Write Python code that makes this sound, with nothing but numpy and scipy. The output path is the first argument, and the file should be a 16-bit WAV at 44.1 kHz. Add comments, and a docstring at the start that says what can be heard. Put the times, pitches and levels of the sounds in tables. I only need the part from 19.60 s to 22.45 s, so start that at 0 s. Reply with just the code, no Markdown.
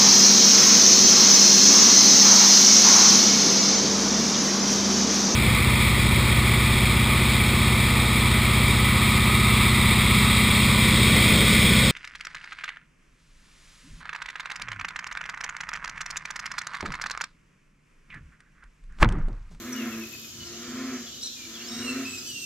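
"""Three bullfrogs croak over each other across a pond: pulse harmonics shaped by the vocal sac, drones beating.
Songbirds whistle in the trees as gliding, wavering tones with a diffuse echo.
A bush cricket buzzes as narrow-band noise modulated by its wing strokes.
A far insect chorus, rumble and hiss fill the air as patchy noise, partly coherent between the ears."""
import sys
import numpy as np
from scipy import signal
from scipy.fft import rfft, irfft
from scipy.io import wavfile
from scipy.ndimage import uniform_filter1d

SR = 44100
rng = np.random.default_rng(int(sys.argv[2]) if len(sys.argv) > 2 else 0)


def dump(signal):
    """Clip the signal to [-1, 1] and save it as 16-bit WAV at the path in sys.argv[1]."""
    limited = np.clip(np.atleast_2d(signal).T, -1, 1)
    pcm = np.round(limited * 32767).astype(np.int16)
    wavfile.write(sys.argv[1], SR, pcm)


def boost_factor(decibels):
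    """Convert a level in decibels to a linear amplitude factor."""
    exponent = np.asarray(decibels, float) / 20
    return 10 ** exponent


N = 125685  # samples in the scene


def evened(x):
    """Normalization: scales to rms 1."""
    return x / np.sqrt(np.mean(x ** 2) + 1e-20)


def read(points, hz):
    """Spectral interpolation, linear in value along a log frequency axis."""
    f, value = np.transpose(points)
    return np.interp(np.log(hz + 1), np.log(f + 1), value)


def add(mix, s, sound):
    """Superposition: adds a sound into the mix at time s."""
    part = mix[:, round(s * SR):][:, :sound.shape[1]]
    part += sound[:, :part.shape[1]]


def ears(v, lean_db, lag):
    """Interaural level and time difference: left louder by lean_db and later by lag samples."""
    return np.array([np.roll(v, lag), v]) * boost_factor(lean_db / 2 * np.array([[1], [-1]]))


def drift(n, hz):
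    """Low-passed noise: a random wander below hz, of rms 1."""
    lowpass = signal.butter(2, hz, fs=SR, output="sos")
    return evened(signal.sosfilt(lowpass, rng.standard_normal(n + 4000))[4000:])


def colour(x, gain):
    """Linear filtering: multiplies the spectrum of x by a gain."""
    return irfft(rfft(x) * gain, x.shape[-1])


def echoes(x, t60):
    """Diffuse reverberation from banks and trees: exponentially decaying noise, independent at each ear."""
    t = np.arange(SR // 2) / SR
    tail = rng.standard_normal((2, len(t))) * boost_factor(-60 * t / t60) * (t > .012)
    return signal.fftconvolve(x[None], tail / np.linalg.norm(tail[0]), axes=1)[:, :N]


def air():
    """Partly coherent noise field: rumble, far insect chorus and hiss, each band swelling by itself."""
    # spectrum of the air: f/Hz, relative level/dB
    spectrum = [(20, -79), (101, 0.5), (172, -11.5), (234, -5), (360, -10.5), (825, -29.5), (1400, -24.5),
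                (2020, -32), (2900, -10.5), (4900, -11), (6500, -7.5), (7300, -11.5), (8100, -17),
                (10500, -18), (13900, -13), (16000, -28)]
    # swell of the bands: t/s, rumble level/dB, chorus level/dB, top level/dB
    swells = [(0, 5, 0.5, -3.5), (.6, 3, 2, -2), (.9, 5, 4, -5.5), (1.5, 3, 4.5, -5.5), (2.0, 1.9, 5, -4),
              (2.85, 3.5, 5.5, 1.5)]
    # likeness of the two ears: f/Hz, coherence (0 to 1)
    likeness = [(60, 0.96), (240, 1), (950, 0.4), (3770, 0.32), (15000, 0.082)]
    # phase by which the left ear leads: f/Hz, phase/rad
    phase_lead = [(1000, 0), (2330, -.1), (6800, -3), (9650, -3), (12700, -5.7), (15700, -6.5)]
    # level of left over right: f/Hz, level/dB
    left_over_right = [(240, 0.044), (3770, 0.44), (15000, -1.4)]
    air_db, patch_db = -41.5, 2.37  # overall rms level, rms of the patches

    frames, hz = N // 256 + 5, np.fft.rfftfreq(1024, 1 / SR)
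    a, b, c, d, patches = rng.standard_normal((frames, 513, 5)).T
    patches = uniform_filter1d(patches, size=3, axis=0)  # smooth over frequency
    patches = evened(uniform_filter1d(patches, size=30, axis=1))  # and over time

    s, *swell = np.transpose(swells)
    low, mid, top = (np.interp(np.arange(frames) * 256 / SR, s, v) for v in swell)
    is_low, is_top = (hz < 1500)[:, None], (hz >= 7700)[:, None]
    band_db = is_low * low + ~(is_low | is_top) * mid + is_top * top

    same = np.clip(read(likeness, hz), -1, 1)[:, None]
    left = a + 1j * b
    right = same * left + np.sqrt(1 - same ** 2) * (c + 1j * d)
    right = right * np.exp(-1j * read(phase_lead, hz))[:, None]
    lean_db = read(left_over_right, hz)[:, None] / 2 * np.array([1, -1])[:, None, None]
    z = np.array([left, right])
    z *= boost_factor(read(spectrum, hz)[:, None] + patch_db * patches + band_db + lean_db)
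    return boost_factor(air_db) * evened(signal.istft(z, nperseg=1024, noverlap=768)[1][:, :N])


def cricket():
    """Stridulation as amplitude modulation: wing strokes pulse a narrow high hiss at a steady rate."""
    # loudness of the buzz: t/s, level/dB
    loudness = [(0,-60),(.2,-56),(.68,-54),(.75,-70),(2.15,-82),(2.65,-72),(2.85,-66)]
    centre_hz, half_width_hz = 12550, 750  # half_width_hz: offset at which the amplitude halves
    strokes_per_s, stroke_at, depth = 55.4, .16, 1.4  # stroke_at: first peak, in cycles

    t, f = np.arange(N) / SR, np.fft.rfftfreq(N, 1 / SR)
    a, b = rng.standard_normal((2, N))
    ear_pair = np.array([a + 0.76 * b, a - 0.18 * b])  # partly alike
    hiss = colour(ear_pair, 1 / (1 + ((f - centre_hz) / half_width_hz) ** 4))
    beat = np.cos(2 * np.pi * (strokes_per_s * t - stroke_at))
    strokes = np.exp(depth * beat + 0.15 * drift(N, 22))
    return evened(hiss * strokes) * boost_factor(np.interp(t, *np.transpose(loudness)))


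def near_song():
    """Additive synthesis: gliding notes of four partials, with frequency and amplitude modulation."""
    # one list per note: t/s, f/Hz, then level/dB of the 1st, 2nd and 3rd partial
    notes = [
        [(2.03,2182,-59,-37,-58),(2.06,2315,-69,-48.5,-53),(2.09,2718,-70,-42.5,-55.5),(2.24,2850,-45.5,-48,-53.5),(2.29,2725,-34,-51,-47.5),(2.33,2578,-50.5,-60,-46)],
        [(2.445,2368,-51,-46,-60),(2.465,2644,-42,-49,-54),(2.54,2569,-41.5,-60,-46.5),(2.6,2444,-64,-42,-50.5)],
        [(2.655,3000,-59,-50,-56),(2.69,3022,-45,-45,-58),(2.735,2804,-43.5,-49.5,-53.5),(2.85,2695,-42.5,-58,-49)],
    ]
    flutter_db, smear = 3.3, .3  # smear: rms phase shake per partial above the first, rad
    out = np.zeros((2, N))
    for note in notes:
        c = np.transpose(note)
        t = np.arange(c[0, 0], c[0, -1], 1 / SR)
        hz, *dbs = (np.interp(t, c[0], v) for v in c[1:])
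        dbs.append(dbs[2] - 15)  # fourth partial, 15 dB under the third
        turns = np.cumsum(hz * (1 + .0035 * drift(len(t), 91))) / SR
        v = 0
        for k, db in enumerate(dbs, 1):
            gain = boost_factor(db + flutter_db * drift(len(t), 54.75))
            shake = smear * (k - 1) * drift(len(t), 100)
            v = v + gain * np.sin(2 * np.pi * k * turns + shake)
        v = np.sqrt(2) * v * signal.windows.tukey(len(t), .12)  # soft edges
        add(out, t[0], ears(v, -2.5, 1))
    return out


def whistles():
    """Frequency glides: short whistles on a parabolic pitch curve, roughened by noise modulation."""
    # glides: start t/s, length t/s, start f/Hz, middle f/Hz, end f/Hz
    glides = [(.121, .026, 5950, 5720, 5350), (.143, .095, 2900, 2850, 2450),
              (.312, .045, 2820, 2630, 2500), (.405, .045, 2760, 2620, 2500), (.515, .05, 2600, 2560, 2540),
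              (.625, .04, 2580, 2540, 2480), (.802, .04, 2930, 2960, 2950), (.85, .035, 5800, 5500, 4900),
              (1.46, .04, 3300, 3350, 2600), (1.52, .03, 2900, 2980, 3050), (1.612, .072, 4650, 5900, 4700),
              (1.624, .057, 3650, 4180, 3450), (1.62, .045, 7500, 8300, 8500),
              (1.634, .022, 6950, 7100, 7000), (1.75, .14, 2550, 2350, 2300),
              (1.935, .055, 3500, 3250, 2400), (2.0, .03, 2700, 2800, 2900), (2.11, .12, 3800, 3840, 3960),
              (2.23, .12, 4050, 4150, 4200), (2.645, .09, 3950, 4620, 4300), (2.655, .07, 7300, 7700, 7750)]
    # one per glide: level/dB
    glide_db = [-42,-44,-45,-46,-50,-52,-48,-47,-49,-47,-38.5,-38,-50,-45,-55,-47,-46,-46,-48,-47,-46]
    waver, flutter_db, hoarse_db = .007, 3.3, -6  # waver: rms share of the pitch
    lag = 2  # samples by which a bird reaches the far ear later
    out = np.zeros((2, N))
    for (s, length, a_hz, b_hz, c_hz), db in zip(glides, glide_db):
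        u = np.arange(0, 1, 1 / (length * SR))
        hz = 2 * (u - .5) * (a_hz * (u - 1) + c_hz * u) + 4 * b_hz * u * (1 - u)
        turn = 2 * np.pi * np.cumsum(hz * (1 + waver * drift(len(u), 150))) / SR
        hoarse = boost_factor(hoarse_db) * drift(len(u), 1500) * np.sin(1.3 * turn)  # hiss around 1.3 times the pitch
        v = (np.sin(turn) + hoarse) * signal.windows.tukey(len(u), .25)
        v = np.sqrt(2) * v * boost_factor(db + flutter_db * drift(len(u), 60))
        left = .14 < s < .7  # a bird on the left bank sings these, 8 dB louder on that side
        add(out, s, ears(v, 8 * left, -lag if left else lag))
    return out


def birds():
    """Direct and reverberant sound: songbirds' whistles, thrown back by the trees."""
    woods_db, woods_t60_s = -1.5, .7
    out = near_song() + whistles()
    return out + boost_factor(woods_db) * echoes(out.mean(0), woods_t60_s)


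def frog(pitch, boom_db, treble_db, lag, third_db):
    """Source-filter principle: pulse harmonics and rasping air pass the vocal sac; jitter smears upper ones."""
    # response of throat and sac: f/Hz, level/dB
    sac = [(110, -36), (200, -3.5), (245, -4), (300, -2.5), (355, -11), (400, -16), (460, -22.5),
           (600, -31), (710, -21), (860, -55.5), (1000, -25), (1150, -27), (1360, -17.5), (1560, -26.5),
           (1780, -20), (2000, -26.5), (2200, -21.5), (2600, -31), (3200, -48)]
    jitter, scatter = .022, .45  # rms cycles: shake per harmonic number, fixed phase offset
    rasp_db, wobble_db = -8, 2.8

    s, pulse_hz = np.transpose(pitch)
    hz, db = (np.interp(np.arange(N) / SR, s, c) for c in (pulse_hz, boom_db))
    turns = np.cumsum(hz) / SR
    shake, spread = jitter * drift(N, 43.8), scatter * rng.standard_normal(26)
    treble = boost_factor(treble_db)
    f = np.fft.rfftfreq(N, 1 / SR)

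    # air rasps on each pulse
    puffs = evened((0.28 + np.exp(-(turns % 1) / 0.25)) * rng.standard_normal(N))
    rasp = boost_factor(rasp_db) * treble * colour(puffs, boost_factor(read(sac, f)) * (f > 420))
    v = rasp * np.sqrt(SR / 4 / hz)  # relates noise density to the power of one harmonic
    for k in range(1, 26):
        loose = (k * shake + spread[k]) * (k > 2)
        tilt = treble if k > 4 else boost_factor(third_db * (k == 3))
        wobble = boost_factor(wobble_db * drift(N, 10.4) * (k > 2))
        v = v + boost_factor(read(sac, k * hz)) * tilt * wobble * np.cos(2 * np.pi * (k * turns + loose))
    v = np.sqrt(2) * boost_factor(db) * v
    return np.array([v, colour(v, np.exp(-2j * np.pi * f * lag / SR))])


def frogs():
    """Superposition and reverberation: three drones beat; the echo is alike in both ears, but wide in the treble."""
    # pitch of each frog: t/s, pulse rate f/Hz
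    high_frog = [(0,118.1),(.08,123.5),(0.199,130),(0.279,119.6),(.4,117.1),(0.518,112),(.92,121.3),(1.05,121.7),(1.201,129.8),(1.28,131.5),(1.36,127.9),(1.5,128.5),(2.019,121.6),(2.201,127.7),(2.3,129),(2.4,134),(2.47,132.1),(2.65,125.3)]
    low_frog = [(0,107.7),(0.122,112.8),(0.199,115.1),(0.298,111),(0.399,112.7),(.5,110),(.98,112.8),(1.099,113.2),(1.2,114.5),(1.341,121.7),(1.421,117.4),(1.529,116),(1.982,113.2),(2.1,114.4),(2.22,115.9),(2.34,122.6),(2.46,115.3),(2.58,115.5)]
    far_frog = [(0, 111.5), (.35, 112.3), (0.599, 113.6), (0.799, 114.7), (1.0, 116), (1.251, 118),
                (1.6, 118.7), (1.749, 107.8), (1.899, 110.9), (2.021, 116.9), (2.551, 122.6), (2.85, 115)]
    # one list per frog (high, low, far), at its pitch times: boom level/dB
    booms = [
        [-49.5,-32.5,-34.5,-29,-52,-80,-55,-40,-32.5,-32.5,-34,-59.5,-49,-37,-33.5,-29.5,-39,-60],
        [-72,-49,-31,-40,-34,-55.5,-52,-44.5,-36.5,-33,-36,-52.5,-65,-40,-34,-31.5,-38,-72],
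        [-44.5,-43.5,-58.5,-54,-45,-46.5,-61.5,-71,-51,-46,-50,-66.5],
    ]
    # one row per frog: treble level/dB, lag of the right ear/samples, third partial level/dB
    voices = [(-2.5, .5, -5), (-4, .73, -4), (6, 3, 4)]
    pond_db, treble_echo_db, pond_t60_s = -15, -10.5, 0.46

    dry = sum(frog(c, db, *v) for c, db, v in zip((high_frog, low_frog, far_frog), booms, voices))
    wet = echoes(dry.mean(0), pond_t60_s)
    f = np.fft.rfftfreq(N, 1 / SR)
    treble_wet = colour(wet, 1 / (1 + (600 / (f + 1)) ** 4))
    return dry + boost_factor(pond_db) * wet[0] + boost_factor(treble_echo_db) * treble_wet


def scene():
    """Superposition: air, cricket, birds and frogs sum at the two ears."""
    return air() + cricket() + birds() + frogs()


def roll_off(x):
    """The treble ends steeply here."""
    return signal.sosfilt(signal.butter(12, 16130, fs=SR, output="sos"), x)


def record(dry):
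    """Two-channel pickup: the sound at the two ears is the finished mix."""
    return roll_off(dry)


dry = scene()
out = record(dry)
dump(out)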